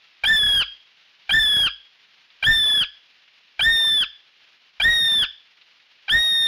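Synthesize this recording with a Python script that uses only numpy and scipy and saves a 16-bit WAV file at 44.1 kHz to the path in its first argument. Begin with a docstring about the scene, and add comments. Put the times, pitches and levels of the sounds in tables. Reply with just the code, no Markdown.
"""A kiwi gives six shrill whistles at night, close to the microphone of a trail camera in a forest.
Its syrinx opens each with a short croak, swoops up, sags with a flutter and drops away as the air runs
out; throat and open bill shape the overtones. Trunks nearby and trees farther off return a short echo.
At this distance the whistles overload the camera's small recorder.
Between them the microphone hears a soft hiss and a few ticks in the leaf litter."""
import sys
import numpy as np
from scipy import signal
from scipy.fft import rfft, irfft, next_fast_len
from scipy.io import wavfile

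SR = 44100
rng = np.random.default_rng(int(sys.argv[2]) if len(sys.argv) > 2 else 0)


def generate_wav(signal):
    """Clip the signal to [-1, 1] and save it as 16-bit WAV at the path in sys.argv[1]."""
    frames = np.transpose(np.atleast_2d(signal))
    scaled = np.clip(frames, -1, 1) * 32767
    pcm = np.round(scaled).astype(np.int16)
    wavfile.write(sys.argv[1], SR, pcm)


N = 285327
TIME = np.arange(N) / SR


def gain_of(db):
    """Decibels to a factor."""
    return 10 ** (np.asarray(db) / 20)


def unit_rms(x):
    """Scales to an rms of one."""
    return x / np.sqrt(np.mean(x ** 2) + 1e-20)


def curve_at(points, hz):
    """Reads a table of (frequency [Hz], value) on a log-frequency axis."""
    f, value = np.transpose(points)
    return np.interp(np.log(hz + 1), np.log(f + 1), value)


def coloured(x, points):
    """Filters by a table of (frequency [Hz], gain [dB])."""
    size = next_fast_len(len(x) + 8192)
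    response = gain_of(curve_at(points, np.fft.rfftfreq(size, 1 / SR)))
    return irfft(rfft(x, size) * response, size)[:len(x)]


def wander(size, hz):
    """Smooth random motion of rms one, mostly slower than hz."""
    f = np.fft.rfftfreq(size, 1 / SR)
    return unit_rms(irfft(rfft(rng.standard_normal(size)) / (1 + (f / hz) ** 2), size))


def add(mix, start_s, sound):
    """Mixes a sound in at start_s."""
    part = mix[max(round(start_s * SR), 0):][:len(sound)]
    part += sound[:len(part)]


# The forest's background at the microphone: (frequency [Hz], relative level [dB])
HISS_SPECTRUM = [(20, -38), (100, -28), (300, -20), (600, -16.5), (1000, -13), (2000, -5), (2800, 2.5),
                 (3700, 1), (5000, -1), (6300, -8), (7500, -13), (9000, -25), (15000, -23.5)]

def night_hiss(call_starts, level_db=-54, waver_db=1.5, rustle_db=4, rustle_s=0.016):
    """Soft, uneven hiss all around; it swells a little as the bird throws its head up to start a call."""
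    head_throws = sum(np.exp(-((TIME - start) / rustle_s) ** 2) for start in call_starts)
    level = gain_of(level_db + waver_db * wander(N, 24) + rustle_db * head_throws)
    return level * unit_rms(coloured(rng.standard_normal(N), HISS_SPECTRUM))


# Ticks on the forest floor: (time [s], level [dB], centre frequency [Hz])
LITTER_TICKS = [(2.301, -44, 2830), (3.276, -47.5, 2390), (5.572, -52, 2520), (5.612, -42.5, 3600),
                (5.797, -50, 2610), (5.985, -50, 2700), (6.072, -52, 2646)]

def leaf_litter(t60_s=0.074, rise_s=0.0019):
    """Dry leaves and twigs on the ground give short ticks, faint at the microphone."""
    out, t = np.zeros(N), TIME[:SR // 8]
    for start, db, hz in LITTER_TICKS:
        spectrum = [(100, -50), (hz / 4, -25), (hz, 0), (5000, -6), (7500, -40), (9000, -60)]
        crackle = unit_rms(coloured(rng.standard_normal(len(t)), spectrum))
        envelope = gain_of(db - 60 * t / t60_s) * (1 - np.exp(-t / rise_s))
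        add(out, start, envelope * crackle)
    return out


# Echo from the farther trees: (frequency [Hz], time to fall by 60 dB [s])
FAR_TREES_T60 = [(500, 0.21), (1700, 0.32), (3300, 0.42), (5200, 0.4), (8000, 0.15)]

def forest_echo(voice, near_db=-16, far_db=-26, near_t60_s=0.14, taps_per_s=3000):
    """Trunks and ground near the microphone scatter a quick echo; trees beyond, a longer, fainter one."""
    taps = rng.standard_normal((2, SR)) * (rng.random((2, SR)) < taps_per_s / SR)
    taps[:, :round(.003 * SR)] = 0  # the direct sound arrives first
    hz, t, bands = signal.stft(taps[0], SR, nperseg=256)
    far_decay = gain_of(-60 * t / curve_at(FAR_TREES_T60, hz)[:, None])
    far = signal.istft(bands * far_decay, SR, nperseg=256)[1][:SR]
    near = taps[1] * gain_of(-60 * TIME[:SR] / near_t60_s)
    echo = gain_of(near_db) * near / np.linalg.norm(near) + gain_of(far_db) * far / np.linalg.norm(far)
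    return signal.fftconvolve(voice, echo)


CROAK_S, CROAK_HZ = .016, 788.8  # the croak that opens each call

def syrinx_pitch(t, length, aim_hz, sag_hz, sag_s, swoop_s=.027, drop_s=.02, break_s=0.0013):
    """The voice breaks upward from the croak, swoops up, sags as the air is spent and drops away."""
    swoop = 1 - .26 * np.exp(-np.maximum(t - CROAK_S, 0) / swoop_s)
    drop = 1 - .52 * np.exp((t - length) / drop_s)
    whistle_hz = (aim_hz - sag_hz * (1 - np.exp(-t / sag_s))) * swoop * drop
    whistling = (1 + np.tanh((t - CROAK_S) / break_s)) / 2
    return CROAK_HZ + whistling * (whistle_hz - CROAK_HZ)


def flutter_arches(size, rate_hz, unsteadiness=.02):
    """The pitch flutters in rounded arches with sharp dips between them."""
    beats = np.cumsum(rate_hz * (1 + unsteadiness * wander(size, 22))) / SR
    return abs(np.sin(np.pi * beats)) - 2 / np.pi


def breath_effort(t, length, hold_db, croak_db, attack_s=0.0095, release_s=0.018):
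    """Gain of one push of air for the croak, then the whistle's rise, hold and fall as air runs out."""
    push = gain_of(croak_db) * np.exp(-((t - 0.0078) / 0.003) ** 2)
    attack_db = 22.5 * np.exp((CROAK_S - t) / attack_s)
    release_db = 61 * np.exp((t - length) / release_s)
    return push + gain_of(hold_db - attack_db - release_db)


def fullness_db(t, length, hold_db, swell_db, swell_s, rise_s=0.043, fall_s=0.056):
    """Level of the fundamental: weak at first, full at the top of the swoop, then thinning."""
    rising = t < swell_s
    swell = np.exp(-((t - swell_s) / np.where(rising, rise_s, fall_s)) ** 2)
    weak_start_db = 5.5 * (1 - swell) * rising
    thinning_db = 9.5 * (t - length / 2)
    return hold_db + swell_db * swell - weak_start_db - thinning_db


# Resonances of the throat and open bill: (frequency [Hz], gain [dB])
THROAT_RESPONSE = [(1000, -20), (1550, 2.5), (2000, 0), (2400, 8), (2900, 2.5), (3300, 5), (3750, 2.5),
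                   (4300, -10), (4900, -2.5), (5400, -15), (7000, -21.5), (9000, -64)]

def throat_overtones(hz, phase):
    """Throat and bill filter harmonics 2 to 7, favouring those near 3 kHz."""
    return sum(gain_of(curve_at(THROAT_RESPONSE, k * hz)) * np.sin(k * phase) for k in range(2, 8))


def air_rasp(size):
    """Turbulent air roughens the tone."""
    spectrum = [(100, -27.5), (700, -1.0), (1600, -1.5), (3400, -4.5), (5000, -7.5), (8000, -44)]
    return unit_rms(coloured(rng.standard_normal(size), spectrum))


# The kiwi close to the microphone, one row a call: (start [s], end [s], pitch aimed at [Hz], sag [Hz],
# sag time [s], flutter rate [Hz], flutter depth [share of pitch], relative effort [dB],
# fundamental against overtones [dB], its early swell [dB], swell peak after the start [s],
# rasp against tone [dB], relative croak level [dB])
KIWI_CALLS = [(.234, .647, 2031, 399.9, 0.11, 29.59, 0.024, -18.5, -5.5, 11, 0.079, -34, -24.5),
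              (1.290, 1.699, 2003, 364, 0.12, 28.42, 0.025, -17.5, -3.5, 9, 0.075, -35.5, -29),
              (2.423, 2.855, 1977, 284.9, .128, 28.04, 0.02194, -17, -5.5, 11, 0.071, -35, -34),
              (3.59, 4.057, 1899, 281.2, 0.54, 28.09, 0.014, -18, -5, 7, 0.074, -36, -30.5),
              (4.797, 5.263, 1973, 428.3, .598, 27.46, 0.01766, -17.5, -4.5, 9, 0.076, -33, -25),
              (6.077, 6.561, 1916, 200.3, 0.62, 28.95, 0.0055, -19, -4.5, 10, 0.081, -33, -45)]

def kiwi_call(row, drift=.0016, shimmer=0.037, waver_db=1.0, fray_s=.022, fray_db=24):
    """The syrinx glides through croak, whistle and fall; the falling voice frays into jitter and rasp."""
    start, end, aim_hz, sag_hz, sag_s, flutter_hz, flutter_depth = row[:7]
    effort_db, fundamental_db, swell_db, swell_s, rasp_db, croak_db = row[7:]
    length = end - start
    t = np.arange(0, length, 1 / SR)
    size = len(t)
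    fraying = np.exp((t - length) / fray_s)
    flutter = flutter_depth * flutter_arches(size, flutter_hz)
    straying = drift * wander(size, 40)
    jitter = (.0012 + .03 * fraying) * wander(size, 297.5)
    hz = syrinx_pitch(t, length, aim_hz, sag_hz, sag_s) * (1 + flutter + straying + jitter)
    phase = 2 * np.pi * np.cumsum(hz) / SR
    throb_db = 70 * flutter_depth * wander(size, 38)  # deeper flutter, more throb in the fundamental
    fundamental = gain_of(fullness_db(t, length, fundamental_db, swell_db, swell_s) + throb_db)
    tone = (fundamental * np.sin(phase) + throat_overtones(hz, phase)) / np.hypot(1, fundamental)
    rasp = gain_of(rasp_db + fray_db * fraying) * air_rasp(size)
    voice = tone * (1 + shimmer * wander(size, 180)) + rasp
    level = breath_effort(t, length, effort_db, croak_db) * gain_of(waver_db * wander(size, 20))
    return level * voice * signal.windows.tukey(size, .008)


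def scene(closeness_db=15):
    """One microphone, the bird close, the forest behind; the head moves, so each call echoes its own way."""
    bird = np.zeros(N)
    call_starts = [row[0] for row in KIWI_CALLS]
    for start, row in zip(call_starts, KIWI_CALLS):
        voice = kiwi_call(row)
        add(bird, start, voice)
        add(bird, start, forest_echo(voice))
    return (gain_of(closeness_db) * bird + night_hiss(call_starts) + leaf_litter())[None]


# Tone of the trail camera's recorder, after the overload: (frequency [Hz], gain [dB])
RECORDER_RESPONSE = [(30, 10), (70, 6.5), (160, 7.5), (300, 4), (1000, 2.5), (1800, 2.5), (3600, -3),
                     (5400, -9), (7000, -16.5), (7900, -33), (8900, -13.5), (10500, -14.5), (13000, -14.5),
                     (15500, -19)]

def record(dry, ceiling=0.17, floor=-0.21, low_cut_hz=32, hum_hz=55, band_limit_hz=15850):
    """The close whistles clip hard in the camera's recorder, then pass its filters and band limit."""
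    clipped = np.clip(dry[0], floor, ceiling)  # the top overtones fold down as wavering side tones
    out = coloured(clipped, RECORDER_RESPONSE)
    out = signal.lfilter(*signal.butter(2, low_cut_hz, "high", fs=SR), out)
    out = signal.lfilter(*signal.iirnotch(hum_hz, Q=7, fs=SR), out)  # the hum notch rings briefly
    band_limit = signal.firwin(511, band_limit_hz, window=("kaiser", 9), fs=SR)
    return signal.oaconvolve(out, band_limit, "same")[None]


dry = scene()
out = record(dry)
generate_wav(out)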